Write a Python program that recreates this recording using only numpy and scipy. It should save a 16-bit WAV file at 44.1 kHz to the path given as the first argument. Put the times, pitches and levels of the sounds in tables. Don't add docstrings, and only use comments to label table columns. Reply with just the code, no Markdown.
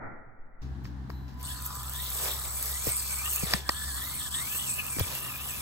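import sys
import numpy as np
from scipy import signal
from scipy.fft import rfft, irfft, next_fast_len
from scipy.io import wavfile
from scipy.ndimage import uniform_filter1d, map_coordinates

SR = 44100
rng = np.random.default_rng(int(sys.argv[2]) if len(sys.argv) > 2 else 0)


def to_wav(s):
    ch = np.atleast_2d(s).T
    pcm = np.round(np.clip(ch, -1, 1) * 32767)
    wavfile.write(sys.argv[1], SR, pcm.astype(np.int16))


N = 247401
T = np.arange(N) / SR

# pitch_hz, level_db
TREE_COLOUR = [(35, -48), (60, -7), (134, -2), (150, -13.5), (248, -5.5), (319, -11.5), (362, -10.5),
               (392, -13), (822, -9), (1060, -18), (1380, -7), (1670, -18.5), (1930, -12), (2440, -30),
               (2600, -102.5), (3380, -101), (5720, -120)]
BUFFET_COLOUR = [(4, 2.0), (10, 2.0), (25, -9.5), (60, -42.0), (200, -87)]
HUSH_COLOUR = [(25, -8), (70, 22), (200, 9), (450, -5.5), (620, -3.5), (800, 4), (1300, -3.5), (1700, -2),
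               (2400, -16), (4000, -14.5), (6300, -22.5), (10000, -30.5), (15000, -33)]
RUMBLE_COLOUR = [(25, -32), (45, -11), (70, 16.5), (100, 0), (150, -0.5), (200, -1), (245, 5), (290, -4),
                 (350, -6), (440, -16), (900, -62)]
LEAF_COLOUR = [(300, -52), (1500, -12), (4000, -33.5), (5600, -6), (6700, -2), (9000, 0.5), (11000, 0.5),
               (13000, 5), (14400, 1.5), (15500, 8), (15900, 1.5)]
SCRUB_COLOUR = [(100, -26), (400, 16), (800, 14), (1200, 4), (1600, 11), (2300, 12.5), (3000, 9.5),
                (3700, 10), (4700, 12.5), (5500, 12.5), (8000, -3), (16000, -40)]
WHINE_COLOUR = [(500, 11), (1200, 24), (1750, 23.5), (2400, 22), (3000, 21.5), (3500, 20), (4100, 11),
                (4400, 15), (6000, -8), (16000, -18)]
HISS_COLOUR = [(300, -53), (2400, -45), (3600, -13), (4400, -38), (4900, -16.5), (6800, -2), (7500, -3.5),
               (8000, 1), (8400, 0.5), (9000, 7.5), (10000, -3), (11000, -5), (16000, -6)]
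SIZZLE_COLOUR = [(3000, -35), (7500, -23), (9500, -21), (10700, 18.5), (12000, -3), (13200, 7), (16000, 1)]
CLATTER_COLOUR = [(300, -33), (750, -12.5), (1000, -4), (1220, 5.5), (1500, -8), (1800, -4), (2300, -48),
                  (2800, -64), (3600, -31), (4400, -35), (4900, -6), (7000, -14)]
LEFT_COLOUR = [(300, 0.92), (800, -0.85), (2200, 1.0), (3600, 0.74), (6500, 0.12), (16000, -0.14)]
# pitch_hz, left_lead_rad, likeness (0 to 1)
MIC_OPENINGS = [(100, 0, .9), (650, -1, .5), (1200, -.2, .9), (2100, -1.55, .6), (2900, -2.2, .6),
                (3450, -4.3, .55), (4200, -6, .35), (5200, -10.5, .4), (6200, -12.4, .55),
                (8000, -10.9, .92), (9200, -9.8, .99), (9700, -9.42, .997), (10200, -9, .99),
                (11000, -8.2, .93), (13000, -6.3, .92), (16000, -3.6, .84)]

HUM_LEVELS = [(0.62, -36.5, -42.5, -44.5), (1.15, -40, -43, -46), (1.9, -41.5, -47.5, -58.5),
              (2.8, -40.5, -55.5, -90), (3.9, -38.5, -51.5, -54.5), (4.6, -54.5, -50, -53.5),
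              (5.61, -51, -50, -56.5)]
HOLLOW_TONES = [(243, -21), (284, -8.5)]
SERVO_TONES = [(4027, -64), (8054, -86), (13600, -70)]
CONTROLLER_LEVEL = [(1.28, -71), (1.42, -53.5), (1.8, -52), (2.3, -58), (3.9, -59.5), (4.5, -57),
                    (5.61, -60)]

SCUFFS = [(0.618, -71, -56), (0.844, -63, -53.5), (1.096, -58.5, -59), (1.28, -66, -56)]
LEAF_DRIFTS = [(1.412, 0.042, -50.5, -53), (1.663, 0.021, -29, -64), (2.163, 0.48, -36.5, -52),
               (2.263, 0.14, -31.5, -36.5), (2.453, 0.049, -47, -45.5), (2.663, 0.14, -33, -43.5),
               (2.884, 0.059, -30.5, -36.5), (3.337, 0.14, -32, -52), (3.527, 0.13, -42, -35),
               (4.06, 0.13, -36.5, -57), (4.548, 0.15, -34, -69), (5.001, 0.023, -36, -32.5),
               (5.137, 0.16, -38, -41.5)]
LEAF_SNAPS = [(0.841, -45), (0.868, -49), (1.343, -51), (1.4296, -24), (1.6233, -19.5), (1.646, -30),
              (1.658, -26), (1.6634, -22), (1.7528, -21), (1.832, -16.5), (1.896, -16), (1.936, -19.5),
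              (2.022, -18), (2.103, -19), (2.151, -17), (2.315, -17), (2.6267, -13), (2.854, -17),
              (2.892, -10.5), (2.968, -16), (3.081, -25), (3.258, -16), (3.3605, -10), (4.151, -22),
              (4.8655, -20), (4.996, -12), (5.1515, -14)]
# start_s, level_db, pitch_hz, fade_s (time to fall by 60 dB)
THUDS = [(0.845, -32.5, 109, 0.086), (1.098, -31.5, 417, 0.0047), (2.869, -23, 460, 0.032),
         (2.872, -27, 329, 0.019), (2.875, -26.5, 118.5, 0.071), (3.429, -33.5, 486, 0.018),
         (3.435, -21.5, 164, 0.039), (3.544, -22.5, 179, 0.04), (3.694, -27.5, 313, 0.0096),
         (4.967, -28.5, 281, 0.026), (4.986, -27.5, 146, 0.083), (5.004, -27, 127, 0.047),
         (5.009, -23, 472, 0.0091), (5.01, -21, 88, 0.11)]
STONE_KNOCKS = [(0.854, -32, 3500), (1.102, -29, 590), (3.5364, -4.5, 9900), (3.539, -18, 2540),
                (3.6931, -8.5, 1340), (3.692, -11.5, 12000), (4.986, -22, 1180), (4.999, -25, 1000)]
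CHASSIS_TONES = [(460, -11.5, 0.014), (700, -10.5, 0.019), (1060, 6, 0.0086), (1210, -5.5, 0.018),
                 (1870, 2, 0.023), (2210, 18, 0.0025), (3810, 9, 0.0034), (4960, 11.5, 0.011),
                 (5500, -8, 0.0026)]

GEAR_PITCH = [(1.392, 995), (1.432, 1086), (1.507, 1693), (1.556, 1423), (1.626, 1255), (1.711, 1266),
              (1.806, 1151), (1.901, 1412), (1.936, 1683), (1.971, 1735), (2.035, 2048), (2.085, 2060),
              (2.125, 2330), (2.185, 2204), (2.23, 2255), (2.265, 2122), (2.295, 1874), (2.315, 1858),
              (2.355, 1972), (2.395, 1920), (2.484, 2057), (2.559, 2388), (2.609, 2350), (2.724, 1872),
              (2.784, 2057), (2.819, 2320), (2.859, 2425), (2.928, 2151), (2.983, 2424), (3.108, 2284),
              (3.218, 2327), (3.263, 2813), (3.307, 3079), (3.352, 2536), (3.392, 2650), (3.437, 2360),
              (3.472, 1830), (3.487, 1796), (3.667, 1698), (3.712, 1523), (3.786, 1758), (3.901, 1753),
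              (3.936, 1635), (3.981, 1775), (4.016, 1760), (4.066, 2010), (4.106, 2014), (4.161, 2238),
              (4.176, 2140), (4.205, 1724), (4.26, 1773), (4.3, 1411), (4.36, 1873), (4.395, 1858),
              (4.435, 2189), (4.49, 2374), (4.57, 2863), (4.639, 3054), (4.704, 2496), (4.784, 2645),
              (4.829, 2470), (4.874, 2660), (4.909, 2383), (5.014, 2295), (5.039, 2375), (5.068, 2624),
              (5.108, 2507), (5.148, 2776), (5.213, 2730), (5.258, 2840), (5.288, 2816), (5.323, 2514),
              (5.343, 2470), (5.393, 2542), (5.473, 3170), (5.522, 2428), (5.562, 2660), (5.612, 2305)]
SLACK_MOMENTS = [(3.63, 0.047, 15), (4.302, 0.015, 4.5)]
CASING_RINGS = [(3080, 200, -6), (3430, 240, 0), (3680, 170, -3), (4020, 240, -13)]
CASING_LEVEL = [(1.5, -50.5), (1.62, -55), (1.85, -54), (1.96, -50), (2.06, -39.5), (2.14, -44.5),
                (2.25, -41), (2.5, -52), (3.0, -44), (3.3, -44), (3.75, -50), (3.9, -58), (4.1, -44.5),
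                (4.19, -45.5), (4.24, -49), (4.29, -49), (4.34, -44), (4.44, -46.5), (4.58, -38),
                (4.82, -51.5), (5.1, -41.5), (5.6, -49)]
CHATTER_TONES = [(2, 0), (3, -4.5)]
HISS_LEVEL = [(1.43, -45.5), (1.51, -38.5), (1.57, -44.5), (1.85, -42.5), (2.0, -41.5), (2.27, -35),
              (2.38, -38), (2.44, -36), (2.6, -36.5), (2.9, -33), (3.06, -32.5), (3.45, -35), (3.75, -38.5),
              (3.97, -34.5), (4.08, -43), (4.19, -35), (4.57, -36), (4.63, -38.5), (4.7, -32.5),
              (4.8, -42.5), (4.92, -35.5), (5.1, -39), (5.38, -48.5), (5.6, -39.5)]
GEARBOX_RINGS = [(4910, 160, -11), (5420, 150, -13), (7850, 300, -3), (8200, 340, 0)]
SQUEAK_RING = [(4330, 220, 0)]
SQUEAK_LOUDNESS = [(1.44, -51.5), (1.56, -50.5), (1.68, -59), (2.3, -56), (3.1, -52), (3.9, -49),
                   (4.6, -52.5), (5.6, -68)]
WHINE_TONES = [(1, 0), (2, -8), (3, -14)]
# offset_in_turn_rates, level_db
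SIDE_TONES = [(-3, -15), (-1, -17), (1, -7.5), (3, -23)]
CRUISE_WHINE_LEVEL = [(1.5, -55), (1.65, -45.5), (1.8, -50), (1.98, -50.5), (2.2, -60.5), (2.8, -52.5),
                      (3.1, -47), (3.35, -45), (3.85, -44), (4.25, -47.5), (4.5, -46.5), (4.85, -47),
                      (5.4, -46)]

CRUISE_HZ, PINION_TEETH = 2000, 9


def amp(db):
    return 10 ** (np.asarray(db) / 20)


def unit(x):
    return x / np.sqrt(np.mean(x ** 2) + 1e-20)


def curves(rows):
    times, *columns = np.transpose(rows)
    return [np.interp(T, times, column) for column in columns]


def wobble(rate):
    return map_coordinates(rng.standard_normal(N // 32), [T * rate], mode="wrap")


def phase_of(pitch_hz):
    return 2 * np.pi * np.cumsum(pitch_hz) / SR


def filtered(x, response):
    size = next_fast_len(N + 8192)
    return irfft(rfft(x, size) * response(np.fft.rfftfreq(size, 1 / SR)), size)[..., :N]


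def colour(x, points):
    pitch_hz, db = np.transpose(points)
    return filtered(x, lambda hz: amp(np.interp(np.log(hz + 1), np.log(pitch_hz), db)))


def patchy(x, depth_db):
    spectrum = signal.stft(x, nperseg=512)[2]
    patches = uniform_filter1d(rng.standard_normal(spectrum.shape), size=5, axis=0)
    patches = uniform_filter1d(patches, size=12, axis=1)
    return unit(signal.istft(spectrum * amp(depth_db * unit(patches)), nperseg=512)[1][:N])


def resonate(x, rings):
    def response(f):
        return sum(amp(db) * (1j * f * width / (hz * hz - f * f + 1j * f * width)) ** 2
                   for hz, width, db in rings)
    drifting_clock = np.cumsum(1 + .005 * wobble(11))
    return unit(map_coordinates(filtered(x, response), [drifting_clock], mode="mirror"))


def air(points, width):
    mid, side = colour(rng.standard_normal((2, N)), points)
    return unit(np.array([mid + width * side, mid - width * side]))


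def add(track, start_s, sound):
    part = track[max(round(start_s * SR), 0):][:len(sound)]
    part += sound[:len(part)]


def grains(rate, spread_db, fade_s):
    sizes = amp(spread_db * np.minimum(rng.exponential(size=N), 5)) * (rng.random(N) < rate / SR)
    fade = amp(-120 * T[:SR // 50] / fade_s)
    power = np.abs(signal.fftconvolve(sizes ** 2, fade)[:N])
    return unit(np.sqrt(power) * rng.standard_normal(N))


def gust(peak_s=0.048):
    swell_db = np.minimum(127 * (T - peak_s), 86 * (peak_s - T))
    buffet = air(BUFFET_COLOUR, width=0.14) * amp(-45)
    rush = air(TREE_COLOUR, width=0.85) * (amp(-40 + swell_db) + amp(-59))
    return rush + buffet


def hush():
    return air(HUSH_COLOUR, width=1.0) * amp(-48)


def hum(firing_hz=65.5):
    first_db, second_db, rumble_db = curves(HUM_LEVELS)
    phase = phase_of(firing_hz * (1 + .024 * wobble(22)))
    first = amp(first_db + 1.7 * wobble(23)) * np.sin(phase)
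    second = amp(second_db + 0.82 * wobble(8.1)) * np.sin(2 * phase)
    third = amp(rumble_db - 5.5 + 2.2 * wobble(10)) * np.sin(3 * phase)
    hollow = sum(amp(rumble_db + db + 3 * wobble(14)) * np.sin(2 * np.pi * hz * T + .7 * wobble(16))
                 for hz, db in HOLLOW_TONES)
    rumble = air(RUMBLE_COLOUR, width=.45) * amp(rumble_db + 3.6 * np.sin(phase))
    return (first + second + third + hollow + rumble) * amp([[1.1], [-1.1]])


def drive(start_s=1.446):
    gear_hz, = curves(GEAR_PITCH)
    load_db = -420 * np.maximum(start_s - T, 0)
    for middle_s, half_s, drop_db in SLACK_MOMENTS:
        load_db -= drop_db * np.exp(-((T - middle_s) / half_s) ** 2)
    return gear_hz, np.log2(gear_hz / CRUISE_HZ), load_db


def servo(peak_s=1.155):
    swell = amp(np.minimum(220 * (T - peak_s), 70 * (peak_s - T)))
    return swell * sum(amp(db) * unit(np.sin(phase_of(hz * (1 + .03 * wobble(1100)))))
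                       for hz, db in SERVO_TONES)


def controller(pitch_hz=1005.5, start_s=1.2):
    phase = 2 * np.pi * pitch_hz * T + .15 * wobble(90)
    tone = np.sin(phase) + amp(-14) * np.sin(3 * phase) + amp(-13) * np.sin(5 * phase)
    return unit(tone) * amp(curves(CONTROLLER_LEVEL)[0] + 1.5 * wobble(9)) * (T > start_s)


def rustle(scuff_rise_s=.008, scuff_fade_s=.31):
    _, speed, load_db = drive()
    ground_db = load_db + 1.6 * wobble(28)
    crush_power = amp(-46.5 + 12 * speed + ground_db) ** 2
    scrub_power = amp(-56 + 11 * speed + ground_db) ** 2
    swells = [(-19 * np.abs((T - s) / half_s) ** 1.23, crush_db, scrub_db)
              for s, half_s, crush_db, scrub_db in LEAF_DRIFTS]
    swells += [(-60 * np.abs(T - s) / np.where(T < s, scuff_rise_s, scuff_fade_s), crush_db, scrub_db)
               for s, crush_db, scrub_db in SCUFFS]
    for shape_db, crush_db, scrub_db in swells:
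        crush_power += amp(crush_db + shape_db) ** 2
        scrub_power += amp(scrub_db + shape_db) ** 2
    crush = patchy(colour(grains(rate=1600, spread_db=2.2, fade_s=.003), LEAF_COLOUR), depth_db=1.2)
    scrub = unit(colour(grains(rate=5600, spread_db=1.7, fade_s=.023), SCRUB_COLOUR))
    return crush * np.sqrt(crush_power) + scrub * np.sqrt(scrub_power)


def snaps(fade_s=.0064):
    out, t = np.zeros(N), T[:SR // 50]
    for start_s, db in LEAF_SNAPS:
        burst = rng.standard_normal(len(t)) * amp(-60 * t / fade_s)
        add(out, start_s, amp(db) * burst / np.abs(burst).max())
    return colour(out, LEAF_COLOUR)


def thuds():
    out, t = np.zeros((2, N)), T[:SR // 4]
    for start_s, db, hz, fade_s in THUDS:
        skew_rad = 0.74 * min(hz / 139, 1) ** 2
        shape = amp(-60 * t / fade_s) * (1 - np.exp(-t / 0.00076))
        for track, offset in zip(out, (-skew_rad, skew_rad)):
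            thud = np.sin(2 * np.pi * hz * t + offset) * shape
            add(track, start_s, amp(db) * thud / np.abs(thud).max())
    return out * amp([[1.5], [-1.5]])


def knocks():
    out, t = np.zeros(N), T[:SR // 10]
    for start_s, db, brightness_hz in STONE_KNOCKS:
        ring = sum(amp(tone_db + rng.normal(0, 1.5) - 60 * t / fade_s)
                   * np.sin(2 * np.pi * (hz * t + rng.random()))
                   for hz, tone_db, fade_s in CHASSIS_TONES)
        crack = rng.standard_normal(len(t)) * (2.75 * amp(-60 * t / .005) + .08 * amp(-60 * t / .07))
        dullness = np.exp(-2 * np.pi * brightness_hz / SR)
        hit = signal.lfilter([1], [1, -dullness], (ring + crack) * (1 - np.exp(-t / 0.0003)))
        add(out, start_s, amp(db) * hit / np.abs(hit).max())
    return out


def casing_grind(phase, pinion_swell, rub):
    chatter = sum(amp(db) * np.sin(k * phase + .7 * wobble(700)) for k, db in CHATTER_TONES)
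    shaken = resonate(chatter * amp(3 * wobble(300) + 3 * pinion_swell), CASING_RINGS)
    rubbed = amp(-3) * patchy(resonate(rub, CASING_RINGS), depth_db=4)
    return unit(shaken + rubbed) * amp(curves(CASING_LEVEL)[0])


def gear_rasp(phase, speed):
    pinion_swell = np.sin(phase / PINION_TEETH)
    scraping = np.array([grains(rate=3500, spread_db=1.2, fade_s=.004) for _ in range(4)])
    pulse_db = 2.1 * np.sin(phase) + 1.8 * pinion_swell + 0.44 * wobble(70)
    hiss, sizzle, clatter, rub = scraping * amp(pulse_db)
    grind = casing_grind(phase, pinion_swell, rub)
    hiss_db, = curves(HISS_LEVEL)
    layers = [(hiss, HISS_COLOUR, hiss_db + .7 * wobble(12)),
              (sizzle, SIZZLE_COLOUR, -43 + 8 * speed),
              (clatter, CLATTER_COLOUR, -45)]
    scrape = sum(patchy(colour(noise, shape), depth_db=3) * amp(db) for noise, shape, db in layers)
    rings = patchy(resonate(rub, GEARBOX_RINGS), depth_db=4) * amp(hiss_db - 3.5)
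    squeak = resonate(rub, SQUEAK_RING) * amp(curves(SQUEAK_LOUDNESS)[0])
    return .8 * scrape + rings + squeak + grind


def gear_whine(phase, gear_hz, speed):
    pace = gear_hz / CRUISE_HZ
    tones = sum(amp(db + 2.5 * wobble(30)) * np.sin(k * phase + .27 * np.sqrt(k) * pace * wobble(450))
                for k, db in WHINE_TONES)
    turn = phase / PINION_TEETH
    side_tones = sum(amp(db + 3.5 * wobble(16)) * np.sin(phase + k * turn + 1.2 * wobble(90))
                     for k, db in SIDE_TONES)
    flutter_db = (2.4 * wobble(150) + 2.4 * wobble(40)) * pace
    whine = unit(colour((tones + side_tones) * amp(flutter_db), WHINE_COLOUR))
    return whine * amp(curves(CRUISE_WHINE_LEVEL)[0] + 9.5 * speed)


def gears():
    gear_hz, speed, load_db = drive()
    phase = phase_of(gear_hz * (1 + .012 * wobble(60) + .014 * wobble(600)))
    return gear_whine(phase, gear_hz, speed) * amp(load_db / 2), gear_rasp(phase, speed) * amp(load_db)


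def to_stereo(clear, spread):
    pitch_hz, left_lead_rad, likeness = np.transpose(MIC_OPENINGS)
    hz, _, spectrum = signal.stft(spread, SR, nperseg=128)
    shared = np.interp(hz, pitch_hz, likeness)[:, None]
    direct = clear + signal.istft(spectrum * np.sqrt(shared), nperseg=128)[1][:N]
    random_phase = np.exp(2j * np.pi * rng.random((2, *spectrum.shape)))
    scatter = signal.istft(spectrum * np.sqrt(2 * (1 - shared)) * random_phase, nperseg=128)[1]
    scatter = np.pad(scatter, ((0, 0), (40, 0)))[:, :N]
    half_each_way = np.array([[.5j], [-.5j]])
    pair = filtered(direct, lambda f: np.exp(half_each_way * np.interp(f, pitch_hz, left_lead_rad)))
    left, right = pair + scatter
    return np.array([colour(left, LEFT_COLOUR), colour(right, [(f, -db) for f, db in LEFT_COLOUR])])


def scene(hum_start_s=0.62):
    fade_in = np.clip((T - hum_start_s) / 0.008 + .5, 0, 1)
    whine, rasp = gears()
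    hits = knocks()
    clear = .55 * whine + controller() + servo() + .75 * hits
    spread = .45 * whine + rasp + rustle() + snaps() + .25 * hits
    truck = to_stereo(clear, spread) + thuds()
    return truck + fade_in * (hum() + hush()) + (1 - fade_in) * gust()


def record(dry, top_hz=15830):
    return filtered(dry, lambda hz: hz < top_hz)


dry = scene()
out = record(dry)
to_wav(out)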